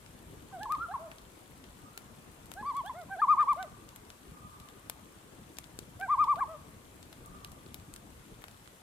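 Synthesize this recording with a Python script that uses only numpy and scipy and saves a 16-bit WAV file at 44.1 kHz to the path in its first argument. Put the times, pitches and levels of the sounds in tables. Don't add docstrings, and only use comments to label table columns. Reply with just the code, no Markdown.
import sys
import numpy as np
from scipy import signal
from scipy.io import wavfile
from scipy.ndimage import uniform_filter1d

SR = 44100
rng = np.random.default_rng(int(sys.argv[2]) if len(sys.argv) > 2 else 0)


def inscribe(sig):
    pcm = np.round(np.clip(np.atleast_2d(sig).T, -1, 1) * 32767)
    wavfile.write(sys.argv[1], SR, pcm.astype(np.int16))


N = 388962
LEFT_LEAD = 11

# start and end in seconds, pitch in Hz at the start, middle and end,
# base level in dB, harmonics two, three and four in dB against the note, swell in dB over the note.
QUAVERS = [(0.508, 0.523, 930, 1046, 1200, -53, -30, -30, -35, 8),
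           (0.526, 0.586, 794, 735, 660, -41.5, -9, -25, -29, 1.5),
           (0.585, 0.655, 600, 818, 848, -42, -7.5, -38, -41, 2),
           (0.656, 0.691, 1148, 946, 950, -32, -39, -36, -32, -1.5),
           (0.685, 0.769, 844, 1234, 886.7, -30.5, -30, -42, -46, 0),
           (0.796, 0.866, 1208, 1403, 1215, -36, -52, -40, -58, -6),
           (0.883, 0.938, 671, 758, 919, -39, -10.5, -37, -35, 0),
           (0.939, 0.972, 1157, 1034, 842, -28, -34, -45, -51, 3),
           (0.988, 1.095, 593, 669.4, 559, -47, -9, -39, -41, 2.5),
           (2.553, 2.627, 648, 812, 844, -45, -6, -25.5, -38, 1),
           (2.626, 2.654, 1084, 994, 988, -35, -40, -47, -45, 1.5),
           (2.64, 2.728, 927, 1174, 902, -33, -25, -40, -32.5, 6),
           (2.726, 2.822, 741, 1136, 865, -33.5, -26.5, -34, -37, 7),
           (2.836, 2.892, 619, 783, 884, -42, -6.5, -51, -15, -4.5),
           (2.895, 2.927, 1067, 983, 850, -36.5, -25, -55, -47, -9),
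           (2.936, 3.044, 538, 727, 547, -45, -3.5, -17.5, -43, 1.5),
           (3.082, 3.1, 915, 1012, 1112, -49.5, -37, -31, -33, 8),
           (3.097, 3.171, 727, 784, 644, -41, -4, -20, -41, 2),
           (3.166, 3.22, 614, 772, 976, -37.5, -6, -39, -27, 4),
           (3.218, 3.264, 1256, 1105, 803, -18, -31, -48, -49, 2.5),
           (3.269, 3.358, 858, 1235, 805, -20, -31.5, -49.5, -46.5, 1),
           (3.364, 3.453, 834, 1217, 763, -22.5, -29, -46, -51, 0),
           (3.466, 3.548, 836, 1193, 679, -23.5, -26, -49, -45, 1.5),
           (3.562, 3.668, 558.5, 766, 480, -40, -4, -23, -30, -2),
           (5.994, 6.075, 653, 789, 660, -40.5, -1, -15, -47, -1),
           (6.075, 6.164, 782, 1209, 829, -25, -28.5, -48, -53, 7.5),
           (6.167, 6.262, 782, 1228, 730, -22.5, -27.5, -52, -52, 4),
           (6.258, 6.358, 646, 1199, 600, -23.5, -28.5, -53, -49, 5),
           (6.366, 6.409, 631, 729, 899, -37, -1, -38, -42, -6),
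           (6.407, 6.456, 1191, 1029, 690, -23, -23, -55, -47, 3),
           (6.477, 6.573, 599.6, 647, 520, -46, 0, -24, -41, 0)]


def loons():
    # frequency in Hz, boost in dB.
    throat = [(1250, -3), (1400, -10.5), (1600, 5.5), (1800, 0), (2350, -1.5), (2800, -1), (3300, 7),
              (4500, -1.5), (6000, -3)]
    # frequency in Hz, left minus right in dB.
    call_pan = [(620, 1.5), (850, -4), (1000, 0.5), (1150, 2), (1230, 5.5), (1400, -4), (1500, -1.5),
                (1700, 0.5), (3000, -6.5)]
    # start and end in seconds, flutter in Hz, level in dB against the note.
    rasps = [(3.393, 3.423, 190, -29.5), (6.093, 6.122, 400, -33.5)]
    hz, gains, edge_shares = np.full(N, 700.), np.zeros((5, N)), joins()
    for k, (start, end, *shape) in enumerate(QUAVERS):
        at = slice(round(start * SR), round(end * SR))
        hz[at], gains[:, at] = quaver(at.stop - at.start, edge_shares[k:k + 2], *shape)
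    hz, gains = smooth(hz, 90), smooth(gains, 90)
    waver = smooth(rng.standard_normal((6, N)), 250)
    waver /= waver.std()
    hz = hz * (1 + 0.0053 * waver[0])
    gains = gains * amp(np.c_[[.3, 1.5, 3, 3.5, 3.5]] * waver[1:])
    right_lead_s = .00004
    cycles = np.cumsum(hz) / SR + np.c_[[0, right_lead_s]] * hz
    out, t = 0, np.arange(N) / SR
    for k, gain in enumerate(gains, 1):
        gain = gain * amp(curve_at(throat, k * hz) * (k > 1))
        out += gain * np.sin(2 * np.pi * k * cycles) * panned(curve_at(call_pan, k * hz))
    for start, end, flutter_hz, db in rasps:
        gate = uniform_filter1d(1. * (t > start) * (t < end), size=130)
        side_tones = sum(np.sin(2 * np.pi * (cycles + j * flutter_hz * t)) for j in (-1, 1, 2, 3))
        out += amp(db) * gate * gains[0] * side_tones
    return np.sqrt(2) * out


def quaver(length, edge_share, start_hz, mid_hz, end_hz, peak_db, second_db, third_db, fourth_db, swell_db):
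    # lowest pitch in Hz, dB lost a third below the top pitch
    # going up, the same going down, steepness of that loss, fade-in and fade-out in seconds, dB lost at
    # the edges, fifth harmonic in dB (against the note if low, against the fourth harmonic if high).
    registers = [(600, 4.2, 7.8, 0.86, 0.019, 0.016, 8.8, -39),
                 (872, 21, 26, 1.63, 0.019, 0.0048, 5.9, -5.5)]
    overtone_fade = (0.55, 0.69, 1.5, 1.1)
    high = max(start_hz, mid_hz, end_hz) > 1000
    floor_hz, up_db, down_db, steep, attack, release, edge_db, fifth_db = registers[int(high)]
    t = np.arange(length) / SR
    arch = np.polyval(np.polyfit([0, .5, 1], [start_hz, mid_hz, end_hz], 2), t / t[-1])
    sag = 3 * (1 - arch / arch.max())
    opening = edge_share[0] * np.maximum(1 - t / attack, 0)
    closing = edge_share[1] * np.maximum(1 - t[::-1] / release, 0)
    lost_db = np.where(t < t[arch.argmax()], up_db, down_db) * sag ** steep + edge_db * (opening + closing)
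    if high:
        fifth_db += fourth_db
    elif end_hz > mid_hz:
        fifth_db += 10
    level_db = peak_db + swell_db * (t / t[-1] - .5)
    harmonics_db = np.c_[[0, second_db, third_db, fourth_db, fifth_db]]
    fades = 1 + np.c_[[0, *overtone_fade]]
    return np.maximum(arch, floor_hz), amp(level_db + harmonics_db - fades * lost_db)


def joins(slur_share=0.39):
    start, end, start_hz, _, end_hz = np.transpose(QUAVERS)[:5]
    no_gap = start[1:] - end[:-1] < .005
    no_jump = abs(np.log(start_hz[1:] / end_hz[:-1])) < .2
    return np.r_[1, np.where(no_gap & no_jump, slur_share, 1), 1]


def shores(calls):
    # start in seconds, gain in dB.
    echo_send = [(0, 4), (1.5, -0.5), (3.06, -2.5), (5, -1.3)]
    # delay, rise time and time to fade by 60 dB, all in seconds, then level in dB.
    echoes = [(0.023, .005, 0.24, -14.5), (.06, 0.037, 0.88, -25), (1.04, 0.1, 1.1, -33),
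              (1.14, 0.003, 0.029, -41.5), (1.5, .2, 1.43, -41.5)]
    starts, send_db = np.transpose(echo_send)
    sent = calls * amp(send_db[np.searchsorted(starts, np.arange(1, N + 1) / SR) - 1])
    t = np.arange(3 * SR) / SR
    reflections = rng.choice([-1., 1.], (2, len(t))) * (rng.random((2, len(t))) < .05)
    envelope = 0
    for delay, rise, fade, db in echoes:
        age = np.maximum(t - delay, 0)
        swell = (1 - np.exp(-age / rise)) * amp(-60 * age / fade)
        envelope += amp(db) * swell / np.linalg.norm(swell * reflections[0])
    return signal.fftconvolve(sent, reflections * envelope, axes=1)[:, :N]


def drips():
    # start in seconds, peak in dB, lows, highs and very top in dB against the middle
    # frequencies, left minus right in dB.
    drops = [(0.0626, -43.5, -2, -3, -23, 3), (0.632, -33.5, -8, -11, -12, 2),
             (0.722, -27.5, 5, -2, -2, 4.5), (0.75, -42, -5, -22, -18, 4), (1.1156, -40.5, 3, -18, -17, 3),
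             (1.1838, -43.5, -18, -12, -19, 4), (1.5095, -47, 3, 8, 14, 8), (1.6408, -44, -4, -11, -16, 7),
             (1.9764, -32, -0.5, -2, -2.5, 4), (2.458, -41, -1, 3, 6, 5), (2.5165, -31, 3, -4, -3, 8),
             (2.5383, -38, -2, 0, -2, 1), (2.7681, -36.5, 6, 3, 2.5, 4), (2.8616, -39.5, -6, -2.5, -2, 1.5),
             (3.0165, -44.5, -8, -8, -13, 1.5), (3.41, -37.5, 7, -8.5, -9, 2),
             (3.4293, -38, 12, -4, -11, -1), (3.5316, -37, 1, 0, -1, 2), (3.6278, -31.5, 1, -8, -13, 2),
             (3.8899, -41, -10, -7, -13, 6), (3.961, -35, 0, 0, .3, 3.5), (4.1024, -37.5, -4, -8, -21, 1),
             (4.6004, -40.5, -11, -6, -12, 2), (4.6875, -42, -1, -5, -15, 0),
             (4.8978, -22, -3, -4.5, -3, 6), (5.57, -40.5, -20, -9, -17, 10), (5.586, -25.5, 0, 4, -1, 2.5),
             (5.6417, -41.5, -10, -9, -15, 0), (5.7898, -27.5, -13, -2.5, -10, 7),
             (5.9993, -41, -4, 4, 3, 6), (6.012, -37, 8, -11, -11, 2), (6.242, -34, -13, -18, -13, 6),
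             (6.358, -42.5, -4, -17, -17, 6), (7.0284, -41.5, -16, -7, -18, 4.5),
             (7.1282, -39, -3, -8, -13, 7), (7.2603, -40, -10, 10.5, 10, 6),
             (7.447, -29.5, -6, -10, -10.5, 5), (7.518, -40, 3, 7, 3, 6), (7.662, -45.5, -20, -16, -18, 4),
             (7.744, -28.5, -10, -7, 1, 5), (7.799, -43, -2, -9, -12, 4), (7.939, -31.5, -6, 4, 0, 7),
             (7.962, -35, -7, -4, -8, 1), (8.42, -45, 12, -8, 2, 6), (8.4402, -36, 5.5, -9, -8, 3),
             (8.4828, -36, -1, -9, -11, 5), (8.5125, -46, -6, -4, -5, 2.5),
             (8.6757, -39, 6.5, -3, -17, -14)]
    out = np.zeros((2, N))
    for start, peak_db, low_db, high_db, top_db, pan_db in drops:
        splash_db = -16.5 - 0.52 * (peak_db + 40)
        sound = leaf_tick(low_db, high_db, top_db, splash_db, pan_db)
        add(out, start, sound * amp(peak_db) / abs(sound.mean(0)).max())
    return out


def leaf_tick(low_db, high_db, top_db, splash_db, pan_db):
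    # frequency in Hz, boost in dB.
    leaf = [(200, 4), (750, 10.5), (1800, 6.5), (3700, 3), (5500, 0.5), (8000, 4), (12500, 5.5),
            (16500, -9.5)]
    snap_s, splash_s = 0.01, 0.17
    t, hz = np.arange(4096) / SR, abs(np.fft.fftfreq(1024, 1 / SR))
    left, other = rng.standard_normal((2, len(t)))
    envelope = amp(-60 * t / snap_s) + amp(splash_db - 60 * t / splash_s)
    burst = np.array([left, 0.13 * left + 0.9 * other]) * envelope
    burst[:, 0] -= 4.5
    bands = [(750, low_db - 7.5), (1800, low_db), (3700, 0), (8000, high_db), (12500, top_db)]
    log_gain = np.log(amp(curve_at(leaf, hz) + curve_at(bands, hz)))
    colour = np.fft.ifft(np.exp(signal.hilbert(log_gain).conj())).real[:512]
    sound = signal.fftconvolve(burst, colour[None], axes=1)
    sound[1] = np.roll(sound[1], LEFT_LEAD)
    return sound * panned(pan_db)[:, None]


def patter(drops_per_s=110, level_db=-69.5):
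    sizes = amp(2.8 * np.minimum(rng.exponential(1, N), 3))
    hits = sizes * (rng.random(N) < drops_per_s / SR)
    kinds, tilts_db = rng.integers(0, 8, N), 19.2 * rng.standard_normal(8)
    out = 0
    for k, tilt_db in enumerate(tilts_db):
        tick = leaf_tick(-5.5, -7.5 - tilt_db, -12 - tilt_db, splash_db=-24, pan_db=7.5)
        out += signal.oaconvolve((hits * (kinds == k))[None], tick / np.linalg.norm(tick))[:, :N]
    return amp(level_db) * unit_level(out)


def knocks(rise_s=0.00058, fade_s=0.0098):
    # start in seconds, level in dB before fading, pitch in Hz.
    thuds = [(2.612, -27, 230.2), (5.7888, -27, 331.8), (7.665, -33.5, 348), (7.718, -31.5, 168)]
    out, t = np.zeros((2, N)), np.arange(2000) / SR
    envelope = (1 - np.exp(-t / rise_s)) * amp(-60 * t / fade_s)
    for start, db, hz in thuds:
        thud = amp(db) * np.sin(2 * np.pi * hz * t) * envelope
        add(out, start, np.array([thud, np.roll(thud, LEFT_LEAD)]) * panned(2.0)[:, None])
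    return out


def wind(level_db=-53):
    # frequency in Hz, relative level in dB.
    colour = [(22, -25), (45, -0.5), (80, -3.5), (180, -5), (300, -7), (600, -15), (1100, -16),
              (2000, -21.5), (3400, -24), (5000, -28.5), (8000, -25), (11500, -27.5), (15300, -34),
              (15900, -56)]
    # time in seconds, relative rumble level in dB.
    gusts = [(0.0, -58.5), (0.32, -54), (0.98, -58), (2.58, -57.5), (2.72, -57.5), (4.79, -58), (5.16, -59),
             (6.29, -55), (6.73, -58.5), (7.3, -56), (8.5, -58.5), (8.82, -62)]
    # frequency in Hz, likeness from 0 to 1.
    likeness = [(60, 0.87), (170, 0.94), (340, 0.5), (520, 0.92), (800, 0.081), (3000, 0.11),
                (9000, 0.0074)]
    # frequency in Hz, left minus right in dB.
    wind_pan = [(60, 1), (240, 2.5), (950, 5.5), (3770, 2), (15000, 0.5)]
    frames, hz = N // 256 + 5, np.fft.rfftfreq(1024, 1 / SR)
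    left_re, left_im, other_re, other_im, patches = rng.standard_normal((frames, 513, 5)).T
    patches = uniform_filter1d(patches, size=6, axis=0)
    patches = unit_level(uniform_filter1d(patches, size=8, axis=1))
    times, gust_db = np.transpose(gusts)
    gust_db = np.interp(np.arange(frames) * 256 / SR, times, gust_db - gust_db.mean())
    puffs = unit_level(uniform_filter1d(rng.exponential(1, frames) - 1, size=3))
    gust_db += 2.1 * puffs
    rumble_share = 1 / (1 + (hz[:, None] / 500) ** 2)
    shape_db = curve_at(colour, hz)[:, None] + rumble_share * gust_db + (1.23 + rumble_share) * patches
    alike = curve_at(likeness, hz)[:, None]
    left, other = left_re + 1j * left_im, other_re + 1j * other_im
    spectra = np.array([left, alike * left + np.sqrt(1 - alike ** 2) * other])
    spectra *= amp(shape_db) * panned(curve_at(wind_pan, hz))[..., None]
    left, right = signal.istft(spectra, nperseg=1024, noverlap=768)[1][:, :N]
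    return amp(level_db) * unit_level(np.array([left, np.roll(right, LEFT_LEAD)]))


def amp(db):
    return 10 ** (np.asarray(db) / 20)


def unit_level(x):
    return x / np.sqrt(np.mean(x ** 2) + 1e-20)


def smooth(x, samples):
    return uniform_filter1d(uniform_filter1d(x, samples), samples)


def curve_at(points, hz):
    point_hz, values = np.transpose(points)
    return np.interp(np.log(hz + 1), np.log(point_hz + 1), values)


def add(mix, start_s, sound):
    part = mix[:, round(start_s * SR):][:, :sound.shape[1]]
    part += sound[:, :part.shape[1]]


def panned(db):
    return amp(np.multiply.outer([.5, -.5], db))


def scene():
    calls = loons()
    return calls + shores(calls) + drips() + patter() + knocks() + wind()


def record(dry, low_hz=36, high_hz=16450):
    dry = signal.sosfilt(signal.butter(2, low_hz, "high", fs=SR, output="sos"), dry)
    treble_cut = signal.firwin(511, high_hz, window=("kaiser", 9), fs=SR)
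    return signal.oaconvolve(dry, treble_cut[None], "same")


dry = scene()
out = record(dry)
inscribe(out)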